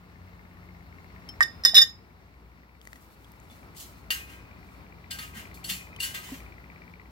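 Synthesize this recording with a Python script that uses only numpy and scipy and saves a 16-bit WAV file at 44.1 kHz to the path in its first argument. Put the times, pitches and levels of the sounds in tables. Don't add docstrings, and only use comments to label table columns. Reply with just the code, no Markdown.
import sys
import numpy as np
from scipy import signal
from scipy.fft import rfft, irfft
from scipy.io import wavfile

SR = 44100
rng = np.random.default_rng(int(sys.argv[2]) if len(sys.argv) > 2 else 0)


def master_out(mix):
    frames = np.transpose(np.atleast_2d(mix))
    ceiling = np.clip(frames, -1, 1)
    pcm = np.round(ceiling * 32767).astype(np.int16)
    wavfile.write(sys.argv[1], SR, pcm)


N = 313531
TIME = np.arange(N) / SR


def from_db(db):
    return 10 ** (np.asarray(db) / 20)


def rms_one(x):
    return x / np.sqrt(np.mean(x ** 2) + 1e-20)


def in_time(rows):
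    s, *columns = np.transpose(rows)
    return [np.interp(TIME, s, column) for column in columns]


def at_hz(points, hz):
    table_hz, values = np.transpose(points)
    return np.interp(np.log(hz), np.log(table_hz), values)


def drift(rate_hz):
    r = np.exp(-80 * np.pi * rate_hz / SR)
    white = rng.standard_normal(N // 40 + 2002)
    slow = signal.lfilter([1], [1, -2 * r, r * r], white)[2000:]
    return np.interp(np.arange(N) / 40, np.arange(len(slow)), rms_one(slow))


def ring(push, hz, t60_s):
    r = from_db(-60 / (t60_s * SR))
    w = 2 * np.pi * hz / SR
    return signal.lfilter([0, np.sin(w)], [1, -2 * r * np.cos(w), r * r], push + 1e-18)


def place(x, pan_db, lag_ms):
    half_s = lag_ms / 2000
    left = np.interp(TIME - half_s, TIME, x)
    right = np.interp(TIME + half_s, TIME, x)
    return np.array([left, right]) * from_db([[pan_db / 2], [-pan_db / 2]])


def bands(low_hz, likeness, white):
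    edges = low_hz * 2 ** np.arange(0, np.log2(SR / 2 / low_hz), 1 / 3)
    for k, (low, high) in enumerate(zip(edges, edges[1:])):
        band = signal.butter(2, [low, high], "band", fs=SR, output="sos")
        mid, side = signal.sosfilt(band, white[k % 2])
        hz = np.sqrt(low * high)
        alike = np.clip(at_hz(likeness, hz), -1, 1)
        yield hz, np.sqrt(1 + alike) * mid + np.sqrt(1 - alike) * side * [[1], [-1]]


def surroundings():
    # t/s, level/dB
    air_curve = [(0, -56), (1.1, -54.5), (1.6, -51.5), (2.0, -58.5), (2.8, -60), (3.0, -57), (3.7, -54.5),
                 (6.3, -52.5), (7.1, -56)]
    # f/Hz, level/dB
    air_spectrum = [(25, -47.5), (45, -10), (60, -4.5), (180, -11.5), (370, -15.5), (500, -20.5),
                    (1150, -18.5), (1600, -25), (2200, -22.5), (3200, -36.5), (4200, -32.5), (6500, -44),
                    (10000, -48.5), (14000, -41.5)]
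    # f/Hz, likeness (-1..1)
    likeness = [(60, .8), (150, .9), (600, .45), (2000, .5), (8000, .2)]
    # t/s, level/dB
    motor_curve = [(0, -53.5), (.8, -51.5), (2.0, -58.5), (2.9, -70.5), (4.3, -60), (5.2, -52.5),
                   (7.1, -54.5)]
    rumble_db, hiss_db = 2, -11
    mains_hz, mains_mean_db, motor_mean_hz = 59.7, -53, 87.3

    (air_db,), (motor_db,) = in_time(air_curve), in_time(motor_curve)
    zone_db = air_db + np.array([[rumble_db], [0], [hiss_db]])
    zones, together = np.zeros((3, 2, N)), drift(2.5)
    for hz, noise in bands(27.99, likeness, rng.standard_normal((2, 2, N))):
        gain = from_db(at_hz(air_spectrum, hz) + .6 * together + .9 * drift(12))
        zones[np.searchsorted([300, 3000], hz)] += gain * noise
    out = sum(from_db(db) * rms_one(zone) for db, zone in zip(zone_db, zones))

    turn = 2 * np.pi * np.cumsum(motor_mean_hz + 2.1 * drift(7.5)) / SR
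    out += from_db(motor_db + 2.5 * drift(6.5)) * np.sin(turn)
    out += from_db(motor_db - 1.5 + 1.5 * drift(3.9)) * np.sin(2 * turn)
    out += from_db(mains_mean_db + 2.436 * drift(3)) * np.sin(2 * np.pi * mains_hz * TIME)
    return np.array([out[0], np.roll(out[1], 10)]) * from_db([[1.3], [-1.3]])


def ticking():
    # t/s, level/dB before the lift, lower pitch f/Hz
    click_curve = [(0, -49.5, 1830), (1.2, -43, 1883), (2.3, -54, 1991), (4.4, -48, 2040), (5.9, -38, 2055),
                   (6.55, -41.5, 2024), (6.8, -37.5, 2013), (7.1, -43.5, 2010)]
    # tick number, t/s
    pace = [(0, .0385), (31, 1.872), (53, 3.161), (68, 4.0405), (92, 5.4543), (119, 7.0565)]
    lift_db, t60_s, swell_s = 2, .017, .001
    echo_s, echo_db = 0.018, -6.5

    number, marks = np.transpose(pace)
    at = (np.interp(np.arange(number[-1] + 1), number, marks) * SR).astype(int)
    db, hz = (column[at, None] for column in in_time(click_curve))
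    age = np.arange(SR // 40) / SR
    chance_db = 2.5 * rng.normal(0, 1, (len(at), 2))
    shape = from_db(db + lift_db - 60 * age / t60_s) * (1 - np.exp(-age / swell_s))
    pairs = 0
    for k, ratio in enumerate((1, 1.13)):
        pairs = pairs + from_db(chance_db[:, [k]]) * np.sin(2 * np.pi * ratio * hz * age)
    out = np.zeros(N + SR)
    out[at[:, None] + np.arange(len(age))] = shape * pairs
    out += from_db(echo_db) * np.roll(out, round(echo_s * SR))
    return place(out[:N], pan_db=7, lag_ms=-.3)


def ticks():
    # t/s, ring level/dB, f/Hz, ring t60/s
    tick_list = [(1.289, -37, 5350, 0.13), (1.291, -38, 3130, 0.058), (2.815, -39.5, 3240, 0.0054),
                 (2.853, -36, 2010, .005), (2.873, -32, 1980, 0.011), (2.931, -32, 1930, 0.0099),
                 (2.958, -43, 1954, 0.034), (3.245, -50, 3340, 0.028), (3.319, -39.5, 13920, 0.0071),
                 (3.401, -43.5, 7040, 0.004), (3.5, -52.5, 3480, 0.18), (5.963, -35, 3020, 0.018)]
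    out, age = np.zeros(N), np.arange(SR // 8) / SR
    for s, db, hz, t60_s in tick_list:
        around = signal.butter(1, [hz / 4, min(hz * 5, 20000)], "band", fs=SR, output="sos")
        burst = rng.standard_normal(len(age)) * from_db(-60 * age / np.clip(t60_s, .008, .03))
        snap = 0.5 * signal.sosfilt(around, burst)
        tone = np.sin(2 * np.pi * hz * age) * from_db(-60 * age / t60_s)
        out[round(s * SR):][:len(age)] += from_db(db) * (snap + tone)
    return place(out, pan_db=5.5, lag_ms=-0.21)


def wrench():
    # t/s, strength/dB, spot (0 handle, .5 hook, 1 jaw), share of earlier ringing that survives
    contacts = [(1.4065, -9.5, 0.0039, 1), (1.4265, -19, 0.42, .25), (1.437, -39.5, 0.1, 0.17),
                (1.637, -35, 0.51, 0.83), (1.6503, -8, 0.44, 0.52), (1.66, -19, 0.61, 0.16),
                (1.696, -31, 0.56, 0.4), (1.737, -37, 0, 1), (1.7445, -18.5, 0.57, 1),
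                (1.753, -9.5, 0.74, .9), (1.7665, -9, .8, .5), (1.78, -10, 0.46, 0.99),
                (1.79, -19.5, 0.91, 0.43), (1.808, -18.5, 0.81, 0.16), (1.8155, -16, 0.5, .6),
                (1.84, -38, 0.56, 0.13)]
    group_edges_hz = [2500, 4500, 5700]
    # f/Hz, level in its group/dB, t60/s
    modes = [(1190, -22, .35), (1588, -11, .09), (1848, -1, .22), (2960, -16, .3), (3604, -1, .36),
             (3862, -9, .3), (3889, -14, .15), (5013, -10, .25), (5070, 0, .36), (5101, -5, .3),
             (5148, -7, .15), (5232, -8, .05), (5342, -10, .2), (5500, -11, .04), (5905, -3, .09),
             (6055, -9, .13), (6803, 0, .14), (8630, -9, .08), (9795, -6, .11), (11090, -4, .07),
             (14160, 0, .1)]
    # f/Hz, L-R level/dB
    pan = [(1900, -5), (3700, -0.5), (5100, -2), (13000, -2)]
    # f/Hz, delay of the left port/ms
    lag = [(1900, 0.2), (5100, .2)]
    # spot (0-1), handle/dB, jaw/dB, hook/dB, fine modes/dB, knock/dB
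    spot_feeds = [(0, 0.5, -27.5, -25, -38.5, -17.5), (0.501, -5, -6, 2, -12, -16),
                  (1, -21.5, 8, -7, -16.5, -18.5)]
    contact_s, damping_s, knock_t60_s = 0.00032, 0.0012, 0.089

    hits, (hz, mode_db, t60_s) = np.array(contacts), np.transpose(modes)[:, :, None]
    group = np.searchsorted(group_edges_hz, hz[:, 0])
    out, span = np.zeros((2, N)), SR // 2
    age, chance_db = np.arange(span) / SR, rng.normal(0, 1.5, (len(hits), len(hz)))
    sides = from_db(np.outer([.5, -.5], at_hz(pan, hz[:, 0])))
    late_s = np.outer([1, 0], at_hz(lag, hz[:, 0]) / 1000)
    grit = signal.butter(2, [250, 9000], "band", fs=SR, output="sos")
    flutter = from_db(1.3 * drift(190))
    spots, *feeds = np.transpose(spot_feeds)
    for k, (s, db, spot, kept) in enumerate(hits):
        start = round(s * SR)
        drive_db = np.array([db + np.interp(spot, spots, feed) for feed in feeds])
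        left = 1 - np.exp(-age / contact_s)
        for later, share in hits[k + 1:, [0, -1]]:
            left *= 1 - (1 - np.clip(share, 0, 1)) * np.clip((age - later + s) / damping_s, 0, 1)
        height = from_db(mode_db + (drive_db[group] + chance_db[k])[:, None] - 60 * age / t60_s)
        turn = np.outer([1, 0], rng.normal(0, 1.2e-4, len(hz)) * hz[:, 0])
        turn = turn + rng.normal(0, 1, len(hz))
        rings = 0
        for m in range(len(hz)):
            phase = 2 * np.pi * hz[m] * (age - late_s[:, [m]]) + turn[:, [m]]
            rings = rings + height[m] * np.sin(phase) * sides[:, [m]]
        burst = from_db(drive_db[-1] - 60 * age / knock_t60_s) * rng.standard_normal(span)
        knock = signal.sosfilt(grit, burst)
        out[:, start:][:, :span] += left * flutter[start:][:span] * rings + knock
    scatter = rng.standard_normal((2, SR // 5)) * from_db(-40 - 60 * np.arange(SR // 5) / SR / .2)
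    return out + signal.oaconvolve(out, scatter, axes=1)[:, :N]


def bumps():
    # t/s, level/dB, f/Hz
    bump_list = [(1.4068, -11.5, 1150), (1.736, -27, 700), (1.752, -9, 4000), (1.768, -6, 2752),
                 (1.8167, -23.5, 3000), (5.361, -33.5, 216), (5.709, -32, 184), (6.29, -36, 990),
                 (6.319, -24, 265)]
    out, age = np.zeros(N), np.arange(SR // 5) / SR
    for s, db, hz in bump_list:
        cycles = age * hz
        shape = from_db(db - 60 * cycles / 21.0) * (1 - np.exp(-cycles / 1.2))
        out[round(s * SR):][:len(age)] += shape * np.sin(2 * np.pi * cycles)
    return out


def rustle():
    # t/s, length/s, level before the high-pass/dB
    rustles = [(2.807, 0.36, -61), (3.102, 1, -67.5), (3.847, 0.31, -65.5), (4.624, 0.22, -66.5)]
    level = np.zeros(N)
    for s, length_s, db in rustles:
        rise = np.clip((TIME - s) / 0.023, 0, 1)
        fade = np.clip((s + length_s - TIME) / (.5 * length_s), 0, 1)
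        level += from_db(db) * rise * fade
    high_pass = signal.butter(1, 3000, "high", fs=SR, output="sos")
    bright = signal.sosfilt(high_pass, rng.standard_normal((2, N)))
    return level * from_db(2.2 * drift(17)) * bright


def whistle():
    # t/s, f/Hz, mean rms level/dB
    glide = [(3.0, 11950, -78), (3.069, 12100, -78), (3.11, 12400, -73.5), (3.19, 11530, -88)]
    hz, db = in_time(glide)
    on = np.clip(np.minimum(TIME - glide[0][0], glide[-1][0] - TIME) / .02, 0, 1)
    tone = np.sin(2 * np.pi * np.cumsum(hz) / SR)
    return np.sqrt(2) * on * from_db(db + 2.5 * drift(30)) * tone


def crowded_modes(count, width_hz):
    hz, peaks = np.arange(N // 2 + 1) * SR / N, np.zeros(N // 2 + 1)
    peaks[rng.integers(0, len(hz), count)] = rng.exponential(1, count)
    near_hz = hz[:2000] - hz[1000]
    resonance = 1 / (1 + (2 * near_hz / width_hz) ** 2)
    thicket = np.sqrt(.12 + signal.oaconvolve(peaks, resonance, "same"))
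    return rms_one(irfft(rfft(rng.standard_normal((2, 2, N))) * thicket, N))


def tank():
    # t/s, drive level/dB, low modes relative to it/dB, contact/s
    touches = [(3.49, -54, -15, 0.051), (3.738, -34.5, -19, 0.11), (4.104, -25, 3.5, 0.0021),
               (4.24, -46, 12, 0.13), (5.103, -33.5, 0.5, 0.0099), (5.184, -38, 8.5, 0.012),
               (5.198, -39, 5.5, 0.052), (5.319, -38.5, 12, 0.11), (5.539, -47.5, -33, 0.0068),
               (5.638, -35.5, -11, 0.013), (5.669, -25, 0, 0.058), (5.989, -29.5, -4, 0.035),
               (6.011, -26, -0.5, 0.044), (6.134, -33, 5.5, 0.024), (6.165, -35.5, 7, 0.23)]
    # f/Hz, level before the lift/dB, t60/s
    modes = [(1253, -17, .4), (1575, -7, .35), (1830, -15, .4), (1933, -11, .25), (2428, -11, .25),
             (2498, -17, 1.2), (2800, -5, .22), (2930, -10, .3), (3120, -10, .12), (3540, -8, .14),
             (4057, -10, .1), (4420, -10, .25), (4483, -8, .1), (4950, -11, .15), (7710, -14, .2),
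             (10170, -17, .22), (11965, -15, .2), (14000, -20, .15)]
    # f/Hz, level before the lift/dB
    shell = [(700, -20), (1540, -13.5), (2080, -7.5), (3320, -5.5), (9110, -18.5), (11800, -22),
             (16000, -22.5)]
    mode_lift_db, shell_lift_db, shell_t60_s = 5.0, 9.0, 0.33
    top_modes_db, slip_db, slip_rate_hz = 11, 5.5, 130
    drag_loss_db_per_s = 102

    bursts, slips = [], from_db(slip_db * drift(slip_rate_hz))
    for s, db, low_db, contact_s in touches:
        at, size = round(s * SR), max(int(contact_s * SR), 8)
        uneven = slips[at:at + size] * np.hanning(size)
        shape = .6 * rms_one(uneven) / np.sqrt(size)
        bursts.append((at, shape, db + np.array([low_db, 0, top_modes_db])))

    def tilt(hz, dbs):
        return np.interp(np.log(hz), np.log([1500, 4000, 12000]), dbs)

    waver = from_db(2.5 * drift(25))
    out, grit = np.zeros((2, N)), rng.choice([-1, 1], N)
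    chance_db = rng.normal(0, 2, (len(touches), len(modes)))
    for (hz, mode_db, t60_s), luck in zip(modes, chance_db.T):
        push = np.zeros(N)
        for (at, shape, dbs), luck_db in zip(bursts, luck):
            loss_db = drag_loss_db_per_s * len(shape) / SR
            gain_db = tilt(hz, dbs) + mode_db + mode_lift_db + luck_db - loss_db
            push[at:at + len(shape)] += shape * from_db(gain_db)
        lag_ms = rng.normal(-.27, .04)
        rung = ring(push * np.roll(grit, int(hz)), hz, t60_s)
        out += place(np.roll(waver, int(hz) * 9) * rung, pan_db=3, lag_ms=lag_ms)

    leak = from_db(-120 / (shell_t60_s * SR))
    likeness = [(1000, 0.38), (12000, 0.081)]   # f/Hz, left-right likeness
    for hz, noise in bands(965, likeness, crowded_modes(count=300, width_hz=10)):
        power = np.zeros(N)
        for at, shape, dbs in bursts:
            power[at:at + len(shape)] += (shape * from_db(tilt(hz, dbs))) ** 2
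        level = np.sqrt(signal.lfilter([1], [1, -leak], power + 1e-24))
        out += from_db(at_hz(shell, hz) + shell_lift_db) * level * noise
    return out


def scene():
    return surroundings() + ticking() + ticks() + wrench() + bumps() + rustle() + whistle() + tank()


def record(dry):
    high_pass = signal.butter(2, 45, "high", fs=SR, output="sos")
    rounded = np.tanh(signal.sosfilt(high_pass, dry))
    low_pass = signal.ellip(10, .5, 80, 16000, fs=SR, output="sos")
    return signal.sosfilt(low_pass, rounded)


dry = scene()
out = record(dry)
master_out(out)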